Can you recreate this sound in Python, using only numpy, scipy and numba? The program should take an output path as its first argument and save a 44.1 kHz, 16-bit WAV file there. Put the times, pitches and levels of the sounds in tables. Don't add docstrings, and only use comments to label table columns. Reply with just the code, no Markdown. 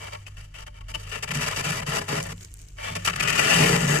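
import sys
import numpy as np
from scipy import signal
from scipy.fft import rfft, irfft, next_fast_len
from scipy.io import wavfile
from numba import njit

SR = 44100
rng = np.random.default_rng(int(sys.argv[2]) if len(sys.argv) > 2 else 0)


def log_audio(samples):
    frames = np.atleast_2d(samples).T
    limited = np.clip(frames, -1, 1)
    pcm = np.round(limited * 32767).astype(np.int16)
    wavfile.write(sys.argv[1], SR, pcm)


N = 176400

# f/Hz, level/dB (rms)
HUM_LINES = [(46.5, -60), (147.6, -59)]
# t/s, level/dB (rms)
DRONE_LEVEL = [(0, -48), (.12, -45), (.4, -44), (.52, -52), (.8, -48.5), (1.05, -41.5), (1.3, -49),
               (1.55, -42.5), (2.0, -46.5), (2.33, -42), (2.52, -51), (2.74, -52.5), (2.95, -37.5),
               (3.2, -46.5), (4, -48)]
DRONE_HZ = 98.5
# f/Hz, t60/s, level/dB (rms)
RUMBLE_MODES = [(19.8, .5, -60), (44.8, 1, -46.5), (68.6, 0.15, -51.5)]
# f/Hz, relative level/dB
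ROOM_OUTLINE = [(15, -12), (35, -3), (65, 3), (110, 12), (180, -12), (300, -8), (700, -33), (2500, -34),
                (7000, -30), (15000, -63)]
ROOM_DB = -58

# t/s, length/s, drive level/dB, brightness/dB (before HISS_DB)
EDGE_SLIPS = [(0.005, 0.081, -37.5, -14), (0.12, 0.018, -37.5, -12.5), (0.146, 0.0073, -34, -16.5),
              (0.264, 0.021, -45.5, -8), (0.366, 0.05, -45.5, -10), (0.417, 0.042, -52.5, -7.5),
              (0.54, 0.042, -43, -12), (0.583, 0.025, -40.5, -9.5), (0.614, 0.024, -43, -10.5),
              (0.663, 0.018, -41, -15), (0.74, 0.048, -50, -14.5), (0.807, 0.0092, -44, -14),
              (0.882, 0.035, -41.5, -8), (0.941, 0.015, -32.5, -9), (0.994, 0.047, -44, -5.5),
              (1.069, 0.008, -37, -9.5), (1.082, 0.03, -42, -6), (1.115, 0.05, -29, -12.5),
              (1.168, 0.024, -37, -10.5), (1.225, 0.016, -25, -7.5), (1.275, 0.018, -29.5, -11.5),
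              (1.305, 0.005, -26, -15), (1.311, 0.0076, -25, -8), (1.335, 0.039, -26.5, -7),
              (1.406, 0.047, -25.5, -9), (1.459, 0.027, -24.5, -10), (1.5, 0.032, -25.5, -13.5),
              (1.56, 0.051, -25, -9), (1.638, 0.071, -25.5, -8), (1.717, 0.085, -27.5, -9),
              (1.816, 0.017, -30, -14), (1.864, 0.09, -27, -10.5), (1.933, 0.058, -24, -8.5),
              (2.01, 0.012, -27.5, -11), (2.079, 0.11, -25.5, -10.5), (2.199, 0.0074, -27, -11),
              (2.252, 0.021, -32.5, -17), (2.287, 0.039, -35.5, -8.5), (2.767, 0.015, -49.5, -9),
              (2.781, 0.04, -38.5, -15), (2.827, 0.077, -31.5, -12), (2.951, 0.018, -27.5, -7),
              (3.048, 0.016, -24, -5), (3.072, 0.016, -16.5, -12), (3.096, 0.0083, -20, -11),
              (3.129, 0.0096, -23.5, -19), (3.158, 0.0057, -23, -10), (3.176, 0.024, -28.5, -21),
              (3.198, 0.014, -20.5, -11.5), (3.222, 0.016, -20.5, -10), (3.245, 0.023, -23.5, -15),
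              (3.273, 0.032, -19, -8.5), (3.325, 0.007, -18, -9), (3.35, 0.0075, -18.5, -8.5),
              (3.377, 0.026, -14, -10.5), (3.43, 0.071, -17, -21), (3.505, 0.26, -20, -7),
              (3.59, 0.054, -17.5, -8), (3.668, 0.042, -19, -13), (3.877, 0.098, -21.5, -7)]
ATTACK_S, RELEASE_S = 0.0032, 0.0036
# t/s, drive level/dB
EDGE_DRAG = [(0, -40.5), (.16, -50.5), (.24, -57), (.5, -60), (.86, -60.5), (1.0, -44), (1.21, -46.5),
             (1.27, -42.5), (1.4, -28.5), (1.75, -41), (1.85, -45.5), (1.92, -24.5), (2.04, -41.5),
             (2.2, -36.5), (2.32, -47), (2.36, -59), (2.75, -71), (2.8, -40), (2.92, -38), (3.03, -42.5),
             (3.2, -35.5), (3.36, -22.5), (3.5, -16), (3.7, -24.5), (3.84, -24.5), (4, -25.5)]
FRACTURES_PER_S, FRACTURE_SPREAD_DB = 3900, 2.5
JUDDER_HZ, JUDDER_DB = 330, 1
STUTTER_HZ, STUTTER_DB = 68.4, 0.2
GRIT_HZ, GRIT_DB = 110.4, 1.5
HISS_DB = 11.5

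# f/Hz, left relative level/dB, right relative level/dB
BLADE_COLOUR = [(71, -90, -49), (210, -44, -45), (654, -20, -14.5), (990, -8.5, -20), (1203, 0, -9.5),
                (1370, 0, -10), (1634, -3, -17), (1790, 1.5, -15), (2190, -4, -9.5), (2340, -1.5, -13.5),
                (2870, -2.5, -17.5), (3360, -14, -15), (4330, -19.5, -19), (5050, -21, -14.5),
                (5460, -19.5, -14), (5650, -18, -12.5), (6650, -16.5, -23.5), (7600, -15.5, -13),
                (7740, -14, -18.5), (8400, -21.5, -27.5), (9200, -24.5, -15.5), (9950, -31, -22.5),
                (11900, -25.5, -29.5), (12700, -40, -28.5), (13900, -27.5, -29), (14300, -36.5, -51)]
BLADE_DB, BLADE_T60_S, BRIGHT_HZ = -0.5, 0.016, 4160
# f/Hz, t60/s, relative level/dB (before STEEL_DB)
STEEL_MODES = [(1870, .05, -32), (4840, 0.033, -21), (6850, 0.045, -33), (7960, 0.031, -30),
               (10300, 0.033, -31), (12200, 0.065, -35), (14000, .06, -42)]
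STEEL_DB = -6
# t/s, f/Hz, relative level/dB (before BEND_DB)
BEND_PATH = [(0, 1940, -28), (.28, 2570, 4), (.6, 2750, 4), (.95, 2700, -6), (1.14, 2580, 6.5),
             (1.4, 2430, -11), (1.7, 2390, 1.5), (1.97, 1920, -27), (2.3, 2200, -14), (2.87, 2340, -4),
             (3.08, 2500, 2), (3.3, 2500, -10), (3.6, 2540, 3), (3.8, 1850, -5), (4, 1760, 2)]
BEND_WIDTH_HZ, BEND_DB = 540.0, -11.5
# t/s, level/dB relative to the blade's drive
CRUNCH_LEVEL = [(0, 0.5), (.3, -5.5), (.6, -6), (.95, -7), (1.3, -5.5), (1.7, -4.5), (2.15, -4),
                (2.3, -4.5), (2.85, -5.5), (2.96, -5.5), (3.08, -10.5), (3.25, -14), (3.6, -5.5), (4, -5.5)]
# f/Hz, relative level/dB
CRUNCH_OUTLINE = [(100, -53), (360, -9), (580, 0), (800, -1), (1050, 7.5), (1350, 2.5), (2000, -21.5),
                  (6000, -54)]
RIGHT_DB = -21
SCATTER = 0.33
# t/s, level/dB
BLADE_TURN = [(0, 1.5), (.16, 5), (.3, 3.5), (.6, 2), (.97, 3), (1.2, -1.5), (1.45, 1), (1.8, 0.5),
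              (2.25, 1), (2.87, 2.5), (3.08, 1), (3.33, -2.5), (3.55, 1), (4, -5)]
# f/Hz, t60/s, level/dB, right gain relative to left
FREE_BLADE_MODES = [(603, 0.1, -7.5, -1.1), (885, 0.069, -5, -0.49), (1119, 0.09, -9, -0.11),
                    (2066, .025, -15, 0.84), (2296, .03, -13, 1.4), (3110, 0.048, -14, 0.51)]
# t/s, level/dB relative to the fractures
FREE_LEVEL = [(0, 0), (.16, 2.5), (.3, -5), (.6, -3.5), (.85, 1), (.97, -3), (1.15, -8.5), (1.4, -9),
              (2.2, -14), (2.8, 3), (2.9, 0), (3.08, -10.5), (3.3, -10), (3.6, -15), (4, -18)]
MODES_LOW_HZ = 183
BOX_T60_S, BOX_DB = 0.054, -8.5

# t/s, boom level/dB, knock level/dB
# (before BOOM_DB and KNOCK_DB)
DIG_DEPTH = [(0, -11.5, -6.5), (.3, -17, -21), (.85, -10, -10), (1.0, -4, -6), (1.13, -13, -10.5),
             (1.37, 0, -8), (1.5, -15, -12), (1.6, -5.5, -6), (1.75, -2, -6.5), (2.0, -3.5, -2.5),
             (2.2, 0, -3), (2.33, 0.5, -7), (2.84, -14, -20), (2.95, -0.5, -6), (3.08, -11, -13),
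             (3.22, -3.5, -10.5), (3.42, -14, -9), (3.6, 0.5, -0.5), (3.75, -3.5, 1), (3.87, 4, -4),
             (4, -12.5, 2.5)]
# f/Hz, t60/s, relative level/dB
BOOM_MODES = [(120, 0.1, -4.5), (146.64, 0.29, 3.5), (173.1, 0.41, 0), (201.6, 0.11, -10),
              (237.3, 0.22, -7.5)]
# f/Hz, t60/s, relative level/dB, right gain relative to left
KNOCK_MODES = [(246.5, .15, 5, 0.93), (312.4, 0.15, 3.5, 0.98), (406.6, 0.13, 7.5, 1), (467.6, 0.1, 5.5, 1),
               (545, 0.3, 12, -1.06), (580, 0.075, 10.5, -0.77), (676, 0.055, 17, -0.53),
               (753, 0.085, 8, -0.31), (844, 0.059, 10.5, -0.31)]
BOOM_DB, KNOCK_DB = -4, -3.5

# t/s, level/dB (before ringing, echo and colour)
CRUMB_FALL = [(0, -53), (1.2, -101), (1.6, -76), (2.25, -45), (2.35, -60), (2.44, -45.5), (2.48, -58.5),
              (2.62, -53), (2.74, -60.5), (3.1, -50), (4, -31)]
# f/Hz, relative level/dB
CRUMB_OUTLINE = [(70, -68), (200, -7), (450, 2.5), (900, -14), (2500, -3), (4500, -11), (7500, -1.5),
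                 (9500, -12.5), (12000, -18), (15000, -17)]
CRUMBS_PER_S, CRUMB_SPREAD_DB = 750, 3
PATTER_S = 0.00063
CRUMB_LOW_HZ, CRUMB_HIGH_HZ = 4320, 10300
CRUMB_RING_S, CRUMB_RING_DB = 0.007, -16.52
CRUMB_BOX_DB = -1

# t/s, length/s, f/Hz, level/dB relative to the fractures
HARD_CATCHES = [(0.255, 0.019, 2510, 4), (0.537, 0.025, 2660, -2), (0.937, 0.025, 2900, 5.5),
                (1.333, 0.12, 2850, -15), (2.844, 0.14, 3410, -5.5), (3.066, 0.0202, 1210, -6.5),
                (3.196, 0.2, 2454, -6.5), (3.47, 0.092, 2750, -11.5), (3.607, 0.057, 2370, -4)]
CATCH_WIDTH_HZ = 187
# t/s, boom level/dB, knock level/dB
# (before BOOM_DB and KNOCK_DB)
LUMP_THUDS = [(0.371, -16, -23), (0.958, -26, -7.5), (1.349, 5.5, -3), (1.604, -7, 7), (1.871, 3.5, 1),
              (2.123, -10, 16.5), (2.331, -8, -5), (2.911, -3, -6), (3.455, -1, 13), (3.6, 8, 20),
              (3.644, 10, 10), (3.692, -18, 19), (3.724, 15.5, -1), (3.92, -15, 19)]
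THUD_S = 0.0029
# t/s, level/dB (before CHIP_DB), f/Hz, t60/s
CHIP_LANDINGS = [(2.2278, -23, 6900, 0.018), (2.237, -28, 7000, 0.027), (2.268, -33, 9000, 0.019),
                 (2.364, -46, 7100, .012), (2.3729, -44, 8000, .012), (2.379, -41, 3180, 0.016),
                 (2.4097, -37, 4900, 0.016), (2.427, -41, 5200, 0.029), (2.448, -28.5, 6360, 0.0094),
                 (2.484, -49, 3200, .02), (2.5156, -42, 7700, .006), (2.5404, -27, 8900, 0.0065),
                 (2.571, -43, 8000, .012), (2.591, -37, 6400, .01), (2.617, -35, 7000, .012),
                 (2.685, -38, 5750, 0.019)]
CHIP_DB, CHIP_WIDTH_HZ = -3.5, 2500.0

TOP_HZ = 15300


def undb(db):
    return np.exp(np.asarray(db) * (np.log(10) / 20))


def unit(x):
    return x / np.sqrt(np.mean(x ** 2))


def curve(table, axis=1):
    rows = np.array(table)
    return undb(np.interp(np.arange(N) / SR, rows[:, 0], rows[:, axis]))


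def walk(rate):
    position = np.arange(N) / SR * rate
    return unit(np.interp(position, np.arange(4096), rng.standard_normal(4096)))


def through(x, response):
    size = next_fast_len(N + 16384, real=True)
    return irfft(rfft(x, size) * rfft(response, size), size)[..., :N]


def colour(points, axis=1, size=2048):
    rows = np.array(points)
    hz = np.maximum(np.arange(size // 2 + 1) * SR / size, 1)
    db = np.interp(np.log(hz), np.log(rows[:, 0]), rows[:, axis])
    cepstrum = irfft(np.log(undb(db)))
    cepstrum[1:size // 2] *= 2
    cepstrum[size // 2 + 1:] = 0
    return irfft(np.exp(rfft(cepstrum)))


def ring(hz, t60, size=16384):
    t = np.arange(size) / SR
    mode = np.sin(2 * np.pi * hz * t) * np.exp(-np.log(1000) * t / t60)
    return mode / np.linalg.norm(mode)


def both_sides(modes):
    sides = np.zeros((2, 16384))
    for k, (hz, t60, db, right_gain) in enumerate(modes):
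        sides += (-1) ** k * undb(db) * np.outer([1, right_gain], ring(hz, t60))
    low_cut = signal.butter(2, MODES_LOW_HZ, "high", fs=SR, output="sos")
    return signal.sosfilt(low_cut, sides)


def tail(t60, size=8192):
    fade = np.exp(-np.log(1000) * np.arange(size) / SR / t60)
    response = rng.standard_normal(size) * fade
    flat = irfft(np.exp(1j * np.angle(rfft(response))))
    response = flat * np.sqrt(fade)
    return response / np.linalg.norm(response)


def grains(rate, spread_db):
    clicks = np.zeros(N)
    hit = rng.random(N) < rate / SR
    chance = np.clip(rng.standard_normal(N)[hit], -2, 2)
    clicks[hit] = undb(spread_db * chance) * np.sign(rng.random(N)[hit] - .5)
    return unit(clicks)


@njit
def resonate(x, hz, width):
    y, band, low = np.empty(len(x)), 0., 0.
    for i in range(len(x)):
        g, damping = np.tan(np.pi * hz[i] / SR), width / hz[i]
        v = (band + g * (x[i] + 1e-18 - low)) / (1 + g * (g + damping))
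        band, low, y[i] = 2 * v - band, low + 2 * g * v, damping * v
    return y


def hum_line(hz):
    t = np.arange(N) / SR
    return np.sqrt(2) * np.sin(2 * np.pi * (hz * t + rng.random()))


def compressor():
    steady = sum(undb(db) * hum_line(hz) for hz, db in HUM_LINES)
    return curve(DRONE_LEVEL) * hum_line(DRONE_HZ) + steady


def cabinet_rumble():
    out = np.zeros(N)
    for hz, t60, db in RUMBLE_MODES:
        out += undb(db) * unit(through(rng.standard_normal(N), ring(hz, t60)))
    return out


def room_tone():
    return undb(ROOM_DB) * unit(through(rng.standard_normal(N), colour(ROOM_OUTLINE, size=8192)))


def fractures():
    t = np.arange(N) / SR
    effort = curve(EDGE_DRAG)
    crisp = effort * undb(-HISS_DB)
    for start, length, db, bright_db in EDGE_SLIPS:
        near = (t > start - ATTACK_S) & (t < start + length + 10 * RELEASE_S)
        age = t[near] - start
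        rise = np.clip(age / ATTACK_S + .5, 0, 1)
        slip = undb(db) * rise * np.exp(-np.maximum(age - length, 0) / RELEASE_S)
        effort[near] = np.maximum(effort[near], slip)
        crisp[near] = np.maximum(crisp[near], slip * undb(bright_db))
    unsteady = undb(JUDDER_DB * walk(JUDDER_HZ) + STUTTER_DB * walk(STUTTER_HZ))
    cracks = unit(grains(FRACTURES_PER_S, FRACTURE_SPREAD_DB) * unsteady)
    flicker = undb(HISS_DB + GRIT_DB * walk(GRIT_HZ))
    return cracks * effort, cracks * crisp * flicker


def blade(force, crisp):
    treble = signal.butter(2, BRIGHT_HZ, "high", fs=SR, output="sos")
    bend_hz = np.interp(np.arange(N) / SR, *np.array(BEND_PATH)[:, :2].T)
    bend_gain = np.sqrt(2 * SR / np.pi / BEND_WIDTH_HZ) * curve(BEND_PATH, axis=2) * undb(BEND_DB)
    steel = sum(undb(db) * ring(hz, t60) for hz, t60, db in STEEL_MODES)
    tones = [colour(BLADE_COLOUR, axis=1), colour(BLADE_COLOUR, axis=2)]
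    dull = colour(CRUNCH_OUTLINE)
    signs = [1, np.sign(rng.random(N) - SCATTER)]
    sides = []
    for tone, sign, gain in zip(tones, signs, [1, undb(RIGHT_DB)]):
        brightened = sign * force + signal.sosfiltfilt(treble, sign * (crisp - force))
        drive = through(brightened, tail(BLADE_T60_S))
        rasp = undb(BLADE_DB) * through(drive, tone / np.linalg.norm(tones[0]))
        bend = resonate(resonate(drive, bend_hz, BEND_WIDTH_HZ), bend_hz, BEND_WIDTH_HZ) * bend_gain
        crunch = through(drive * curve(CRUNCH_LEVEL), dull / np.linalg.norm(dull))
        thin_ring = undb(STEEL_DB) * through(drive, steel)
        sides.append(rasp + gain * (bend + crunch) + thin_ring)
    return np.array(sides)


def free_blade(force):
    return through(force * curve(FREE_LEVEL), both_sides(FREE_BLADE_MODES))


def wall(force):
    modes = sum((-1) ** k * undb(db) * ring(hz, t60) for k, (hz, t60, db) in enumerate(BOOM_MODES))
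    waves = both_sides(KNOCK_MODES)
    boom_drive = force * curve(DIG_DEPTH, axis=1) + thuds(axis=1)
    knock_drive = force * curve(DIG_DEPTH, axis=2) + thuds(axis=2)
    boom = through(boom_drive, modes / np.linalg.norm(modes))
    knock = through(knock_drive, waves) / np.linalg.norm(waves[0])
    return undb(BOOM_DB) * boom + undb(KNOCK_DB) * knock


def crumbs(count=10):
    out = np.zeros((2, N))
    fall = curve(CRUMB_FALL) / np.sqrt(count)
    fade = np.exp(-np.arange(512) / SR / PATTER_S)
    for hz in np.geomspace(CRUMB_LOW_HZ, CRUMB_HIGH_HZ, count):
        ticks = rng.standard_normal((2, len(fade))) * fade
        ticks /= np.linalg.norm(ticks)
        ticks += undb(CRUMB_RING_DB) * ring(hz, CRUMB_RING_S, size=512)
        out += through(grains(CRUMBS_PER_S / count, CRUMB_SPREAD_DB) * fall, ticks)
    box = np.array([tail(BOX_T60_S) for _ in range(2)])
    out = out + undb(CRUMB_BOX_DB) * through(out, box)
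    tone = colour(CRUMB_OUTLINE)
    return through(out, tone / np.linalg.norm(tone))


def catches(force):
    t, out = np.arange(N) / SR, np.zeros(N)
    t60 = np.log(1000) / np.pi / CATCH_WIDTH_HZ
    for start, length, hz, db in HARD_CATCHES:
        held = (t > start) & (t < start + length)
        rung = np.convolve(force[held], ring(hz, t60, size=512))
        first = np.argmax(held)
        out[first:first + len(rung)] += undb(db) * rung
    return out * np.array([[1], [undb(RIGHT_DB)]])


def thuds(axis=1):
    out = np.zeros(N)
    push = np.sin(np.pi * np.minimum(np.arange(512) / SR / THUD_S, 1)) ** 2
    for row in LUMP_THUDS:
        out[int(row[0] * SR)] += undb(row[axis])
    return through(out, push / push.sum())


def chips(size=4096):
    out, t = np.zeros((2, N)), np.arange(size) / SR
    for at, db, hz, t60 in CHIP_LANDINGS:
        first = int(at * SR)
        fade = np.exp(-np.log(1000) * t / t60)
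        for side in out:
            noise = rng.standard_normal(size)
            tick = unit(resonate(noise, np.full(size, float(hz)), CHIP_WIDTH_HZ))
            side[first:first + size] += undb(db + CHIP_DB) * tick * fade
    return out


def scene():
    background = compressor() + cabinet_rumble() + room_tone()
    force, crisp = fractures()
    turn = np.array([np.ones(N), curve(BLADE_TURN)])
    near = (blade(force, crisp) + catches(force)) * turn
    box = np.array([through(side, tail(BOX_T60_S)) for side in near])
    spatula = near + undb(BOX_DB) * box + free_blade(force)
    return background + spatula + wall(force) + crumbs() + chips()


def record(dry):
    return signal.sosfilt(signal.ellip(10, .2, 80, TOP_HZ, fs=SR, output="sos"), dry)


dry = scene()
out = record(dry)
log_audio(out)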